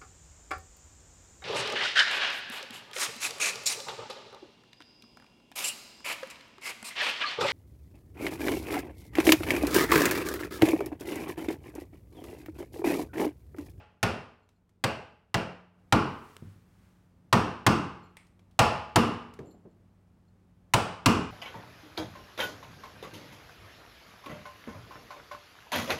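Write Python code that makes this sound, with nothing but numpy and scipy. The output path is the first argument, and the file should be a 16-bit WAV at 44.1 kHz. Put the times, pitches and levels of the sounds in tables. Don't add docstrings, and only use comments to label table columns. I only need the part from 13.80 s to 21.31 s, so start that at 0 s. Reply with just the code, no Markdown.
import sys
import numpy as np
from scipy import signal
from scipy.fft import rfft, irfft
from scipy.io import wavfile

SR = 44100
rng = np.random.default_rng(int(sys.argv[2]) if len(sys.argv) > 2 else 0)


def dump(signal):
    limited = np.clip(np.atleast_2d(signal).T, -1, 1)
    pcm = np.round(limited * 32767).astype(np.int16)
    wavfile.write(sys.argv[1], SR, pcm)


N = 331191
T = np.arange(round(.9 * SR)) / SR

# pitch_hz, level_db (per Hz)
SHED_TONE = [(30, -12.5), (60, -4.5), (100, 5), (300, 1), (520, -0.5), (1100, -2.5), (1450, -5.5),
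             (1900, -14), (2800, -10.5), (3700, -20), (5200, -17), (6300, -23.5), (9000, -25.5),
             (15000, -34)]


def mallet(alike=.6):
    # start_s, strength_db, firmness (iron's seat, -1 loose to 1 home), bright_db, ring_db
    blows = [(-.27, 3, -0.97, 2, 2), (0.229, 2, -0.16, -0.5, 0), (1.0392, 0, -.7, -1, 2),
             (1.5427, 0, -0.61, -4, 6), (2.124, -1, 0.66, -5.5, 1.5), (3.527, 0, 0.26, -3, 2),
             (3.8648, -0.65, 0.8, -0.5, 2), (4.7908, 2, -1, -0.5, 0.5), (5.1587, -0.6, 0.56, 0.5, -3),
             (6.9369, -3, -0.62, 3.5, 2), (7.2593, -1, 1, 4.5, -2)]
    dead_until_s, dead_db_per_s = 2.0, 15.5
    out = np.zeros(N)
    shared = noise(SHED_TONE, len(T))
    for start_s, strength_db, firmness, bright_db, ring_db in blows:
        dead = start_s < dead_until_s
        blow = crack() + planking() + amp(ring_db) * iron() + shed_tail(shared, alike)
        blow = blow * amp(strength_db - dead * dead_db_per_s * T)
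        blow = colour(blow, blow_tone(firmness, bright_db, dead))
        add(out, start_s, colour(blow, uneven(1.7)))
    return out


def crack():
    # pitch_hz, level_db (per Hz)
    crack_tone = [(60, -29.5), (200, -15), (450, -11), (780, -3), (1200, -2.5), (1800, -8.5), (2700, -6.5),
                  (4000, -12), (7000, -17.5), (15000, -36.5)]
    # pitch_hz, t60_s
    crack_t60 = [(200, 0.075), (800, 0.058), (2000, 0.029), (8000, 0.035)]
    return amp(-0.5) * dying(noise(crack_tone, len(T)), crack_t60) * swell(0.00049)


def planking():
    # pitch_hz, level_db, t60_s
    hull_modes = [(76, -10.5, 0.86), (92.6, -5.5, .55), (117.5, -3.5, 0.15), (139.4, -5.5, 0.65),
                  (179.4, -6, 0.79), (235.4, -1.5, .6), (268, -2.5, 0.27), (325.2, 0.5, 0.37),
                  (342.6, -10, 0.59), (426.5, -10.5, 0.84), (483.4, -5, 0.55), (633, -17, 0.37),
                  (796, -7.5, 0.28), (844, -6.5, 0.74), (980, -11.5, 0.35), (1024, -13, 0.46),
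                  (1072, -6, 0.53), (1130, -8.5, 0.43), (1211, -8, 0.62), (1370, -12, 0.4)]
    return (amp(-30.0) * ring(hull_modes) + amp(-14.5) * pushes()) * swell(0.0027)


def pushes(count=5, scatter=.03):
    gap_s, first_hz, rise_hz, fall_db = .0091, 110, 17, 3.5
    k = np.arange(count)[:, None]
    delay_s = gap_s * (k + 1 + scatter * rng.standard_normal(k.shape))
    u = (np.pi * (first_hz + rise_hz * k) * (T - delay_s)) ** 2
    swings = (1 - 2 * u) * np.exp(-u)
    return (amp(-fall_db * k) * swings).sum(0)


def iron():
    # pitch_hz, level_db, t60_s
    iron_modes = [(2330, -3.5, 0.13), (2750, 0, 0.51), (2760, -2, .42), (3000, -2.5, 0.41),
                  (3850, -13.5, .35), (4360, -9.5, 0.57), (4950, -8.5, .38), (5300, -9, .36),
                  (5780, -12, .5), (6934, -14, .4), (7650, -13, .33), (11700, -19.5, 0.42)]
    return amp(-41.0) * ring(iron_modes, vary_db=0.5)


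def shed_tail(shared, alike):
    # pitch_hz, t60_s
    shed_t60 = [(100, 0.48), (500, 0.57), (1100, 0.65), (2800, 0.61), (5000, 0.52), (8000, 0.45),
                (14000, .25)]
    diffuse = np.sqrt(alike) * shared + np.sqrt(1 - alike) * noise(SHED_TONE, len(T))
    return amp(-18.0) * dying(diffuse, shed_t60) * swell(0.0037)


def blow_tone(firmness, bright_db, dead):
    # pitch_hz, level_db
    common_tone = [(110, 0.5), (300, -.5), (600, -2.23), (1100, 2.5), (1700, -0.6), (2600, 0.12),
                   (6500, -3)]
    # pitch_hz, level_db (per unit of firmness)
    firm_tone = [(110, 2), (300, 7.5), (600, -3.5), (1100, 1), (2600, -.5)]
    # pitch_hz, level_db
    dead_tone = [(110, 0.5), (300, 0), (600, 2), (1100, -6), (1700, 2.5), (6500, -1.5)]
    hz = np.geomspace(50, 16000, 120)
    treble = read([(1500, 0), (8000, 1)], hz)
    level_db = read(common_tone, hz) + firmness * read(firm_tone, hz)
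    level_db = level_db + bright_db * treble + dead * read(dead_tone, hz)
    return np.c_[hz, level_db]


def uneven(depth_db, count=60):
    hz = np.geomspace(1300, 15000, count)
    level_db = depth_db * rng.standard_normal(count)
    level_db[0] = 0
    return np.c_[hz, level_db]


def clicks():
    # start_s, level_db, pitch_hz, t60_s, tail_db (cut further in light_contacts)
    click_rows = [(.690, -53.5, 3500, 0.022, -10.5), (.893, -62, 5070, 0.032, -10.5),
                  (2.5665, -32.5, 2900, 0.007, -32), (4.468, -62.5, 4954, .03, -9.5),
                  (4.593, -58.5, 1888, 0.033, -9.5), (4.711, -65.5, 3998, 0.035, -5),
                  (5.538, -52, 3990, 0.036, -9.5), (5.590, -42, 914, 0.029, -9)]
    return light_contacts(click_rows, below_db=2.5, above_db=-10.5, tail_t60=0.38)


def bumps():
    # start_s, level_db, pitch_hz, t60_s, tail_db (cut further in light_contacts)
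    bump_rows = [(2.622, -28, 165, 0.041, -12.5), (5.590, -38, 343, 0.098, 1), (5.602, -46, 170, 0.25, -6),
                 (5.742, -48.5, 320, 0.081, -14), (5.851, -44.5, 345, 0.12, -6)]
    return light_contacts(bump_rows, below_db=-10, above_db=-25, tail_t60=0.63)


def light_contacts(rows, below_db, above_db, tail_t60):
    out = np.zeros(N)
    for start_s, level_db, hz, t60, tail_db in rows:
        below = [(hz / 8, 2 * below_db), (hz / 2, below_db / 2)]
        above = [(hz * 2, above_db / 2), (hz * 32, 3.5 * above_db)]
        shape = below + [(hz, 0)] + above
        direct = noise(shape, len(T)) * amp(-60 * T / t60)
        tail = noise(shape, len(T)) * amp(tail_db - 7.5 - 60 * T / tail_t60)
        add(out, start_s, amp(level_db) * (direct + tail) * swell(.5 / hz))
    return out


def tinkles():
    # start_s, level_db, t60_s (of the chatter)
    tinkle_rows = [(.63, -74, 0.12), (.76, -76, 0.094), (4.23, -69, 0.26), (5.657, -69, 0.38),
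                   (5.709, -62.5, .1), (5.91, -76, .08), (6.48, -79, 0.093)]
    out = np.zeros(N)
    for start_s, level_db, t60 in tinkle_rows:
        add(out, start_s, amp(level_db) * chatter(t60))
    return out


def chatter(t60):
    # pitch_hz, level_db, t60_s
    loose_modes = [(4240, 3, .05), (7040, -5, .04), (7250, 0, .03), (11714, -5, .03), (13300, -16, .02)]
    contacts = rng.standard_normal(len(T))
    ringing = evened(signal.fftconvolve(contacts, ring(loose_modes))[:len(T)])
    return ringing * amp(-60 * T / t60)


def blade_slip():
    # pitch_hz, level_db (per Hz)
    slip_tone = [(400, -20), (900, -6), (1750, -8), (2050, 2.5), (2300, -1), (2900, -7.5), (6500, -20),
                 (8800, -10.5), (10500, -23), (15000, -36.5)]
    out = np.zeros(N)
    decay = amp(-60 * T / 0.023) + amp(-13 - 60 * T / .42)
    add(out, 4.3695, amp(-45.5) * noise(slip_tone, len(T)) * decay)
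    return out


def hull_nudge():
    # pitch_hz, level_db, t60_s
    drum_modes = [(99.5, 3.5, 0.55), (118, -6, 0.31), (217, -10, 0.33)]
    out = np.zeros(N)
    add(out, 2.648, amp(-45.5) * ring(drum_modes, vary_db=0.5) * swell(.006))
    return out


def cloth():
    # start_s, level_db
    rustle_curve = [(1.9, -100), (2.1, -80), (2.45, -64), (2.7, -69.5), (2.85, -76.5), (3.05, -71.5),
                    (3.3, -78.5), (3.6, -100)]
    rustle_db = np.interp(np.arange(N) / SR, *np.transpose(rustle_curve)) + 1.1 * slow()
    return amp(rustle_db) * noise([(200, -17), (1200, 9), (4000, -2.5), (14000, -7.5)], N)


def hum(waver=.15):
    # pitch_hz, level_db (rms)
    hum_tones = [(96, -66), (180, -67.5), (227, -77.5), (59.2, -75)]
    t = np.arange(N) / SR
    out = np.zeros(N)
    for hz, level_db in hum_tones:
        level = amp(level_db) * np.sqrt(2) * (1 + waver * slow())
        out += level * np.sin(2 * np.pi * hz * t + waver * slow())
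    return out


def still_air():
    # pitch_hz, level_db (per Hz)
    air_tone = [(15, -44.5), (25, -20), (45, -7.5), (75, -6), (120, -7.5), (240, -13), (290, -15),
                (430, -21), (940, -27), (1520, -33), (4000, -43.5), (14000, -50.5)]
    return amp(-64.0) * noise(air_tone, N)


def slow():
    return noise([(1, 0), (5, -6), (30, -60), (200, -140)], N)


def amp(db):
    return 10 ** (np.asarray(db) / 20)


def evened(x):
    return x / np.sqrt(np.mean(x ** 2) + 1e-20)


def read(points, hz):
    f, value = np.transpose(points)
    return np.interp(np.log(hz + 1), np.log(f + 1), value)


def add(mix, start_s, sound):
    start = round(start_s * SR)
    sound = sound[max(-start, 0):]
    part = mix[max(start, 0):][:len(sound)]
    part += sound[:len(part)]


def colour(x, points, size=8192):
    log_gain = np.log(amp(read(points, abs(np.fft.fftfreq(size, 1 / SR)))))
    response = np.exp(np.conj(signal.hilbert(log_gain)))
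    impulse = np.fft.ifft(response).real[:size // 2]
    return signal.fftconvolve(x, impulse)[:len(x)]


def noise(points, size):
    gain = amp(read(points, np.fft.rfftfreq(size, 1 / SR)))
    return evened(irfft(rfft(rng.standard_normal(size)) * gain, size))


def dying(x, t60s):
    hz, spectrum = np.fft.rfftfreq(len(T), 1 / SR), rfft(x)
    centres, times = np.transpose(t60s)
    out = np.zeros(len(T))
    for share, t60 in zip(np.eye(len(times)), times):
        band = irfft(spectrum * read(np.c_[centres, share], hz), len(T))
        out += band * amp(-60 * T / t60)
    return out


def ring(modes, vary_db=4.5):
    hz, db, t60 = np.transpose(modes)[:, :, None]
    db = db + vary_db * rng.standard_normal(hz.shape)
    signs = (-1) ** np.arange(len(hz))[:, None]
    return (signs * amp(db - 60 * T / t60) * np.sin(2 * np.pi * hz * T)).sum(0)


def swell(seconds):
    return 1 - np.exp(-(T / seconds) ** 2)


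def scene():
    work = mallet() + clicks() + bumps() + tinkles() + blade_slip() + hull_nudge()
    return (work + cloth() + hum() + still_air())[None]


def record(dry, hardness=32.0):
    # pitch_hz, level_db
    top_end = [(9000, 0), (15000, -1.5)]
    # start_s, level_db
    volume = [(1.93, -6.5), (2.0, -0.5)]
    ceiling_db, edge_hz = -13.5, 16100
    drive = signal.resample_poly(dry[0], 3, 1) / amp(ceiling_db)
    flat = drive / (1 + abs(drive) ** hardness) ** (1 / hardness)
    clipped = signal.resample_poly(flat, 1, 3) * amp(ceiling_db)
    volume_db = np.interp(np.arange(N) / SR, *np.transpose(volume))
    out = colour(clipped, top_end) * amp(volume_db)
    low_pass = signal.firwin(401, edge_hz, window=("kaiser", 9), fs=SR)
    return signal.oaconvolve(out, low_pass, "same")[None]


dry = scene()
out = record(dry)
dump(out)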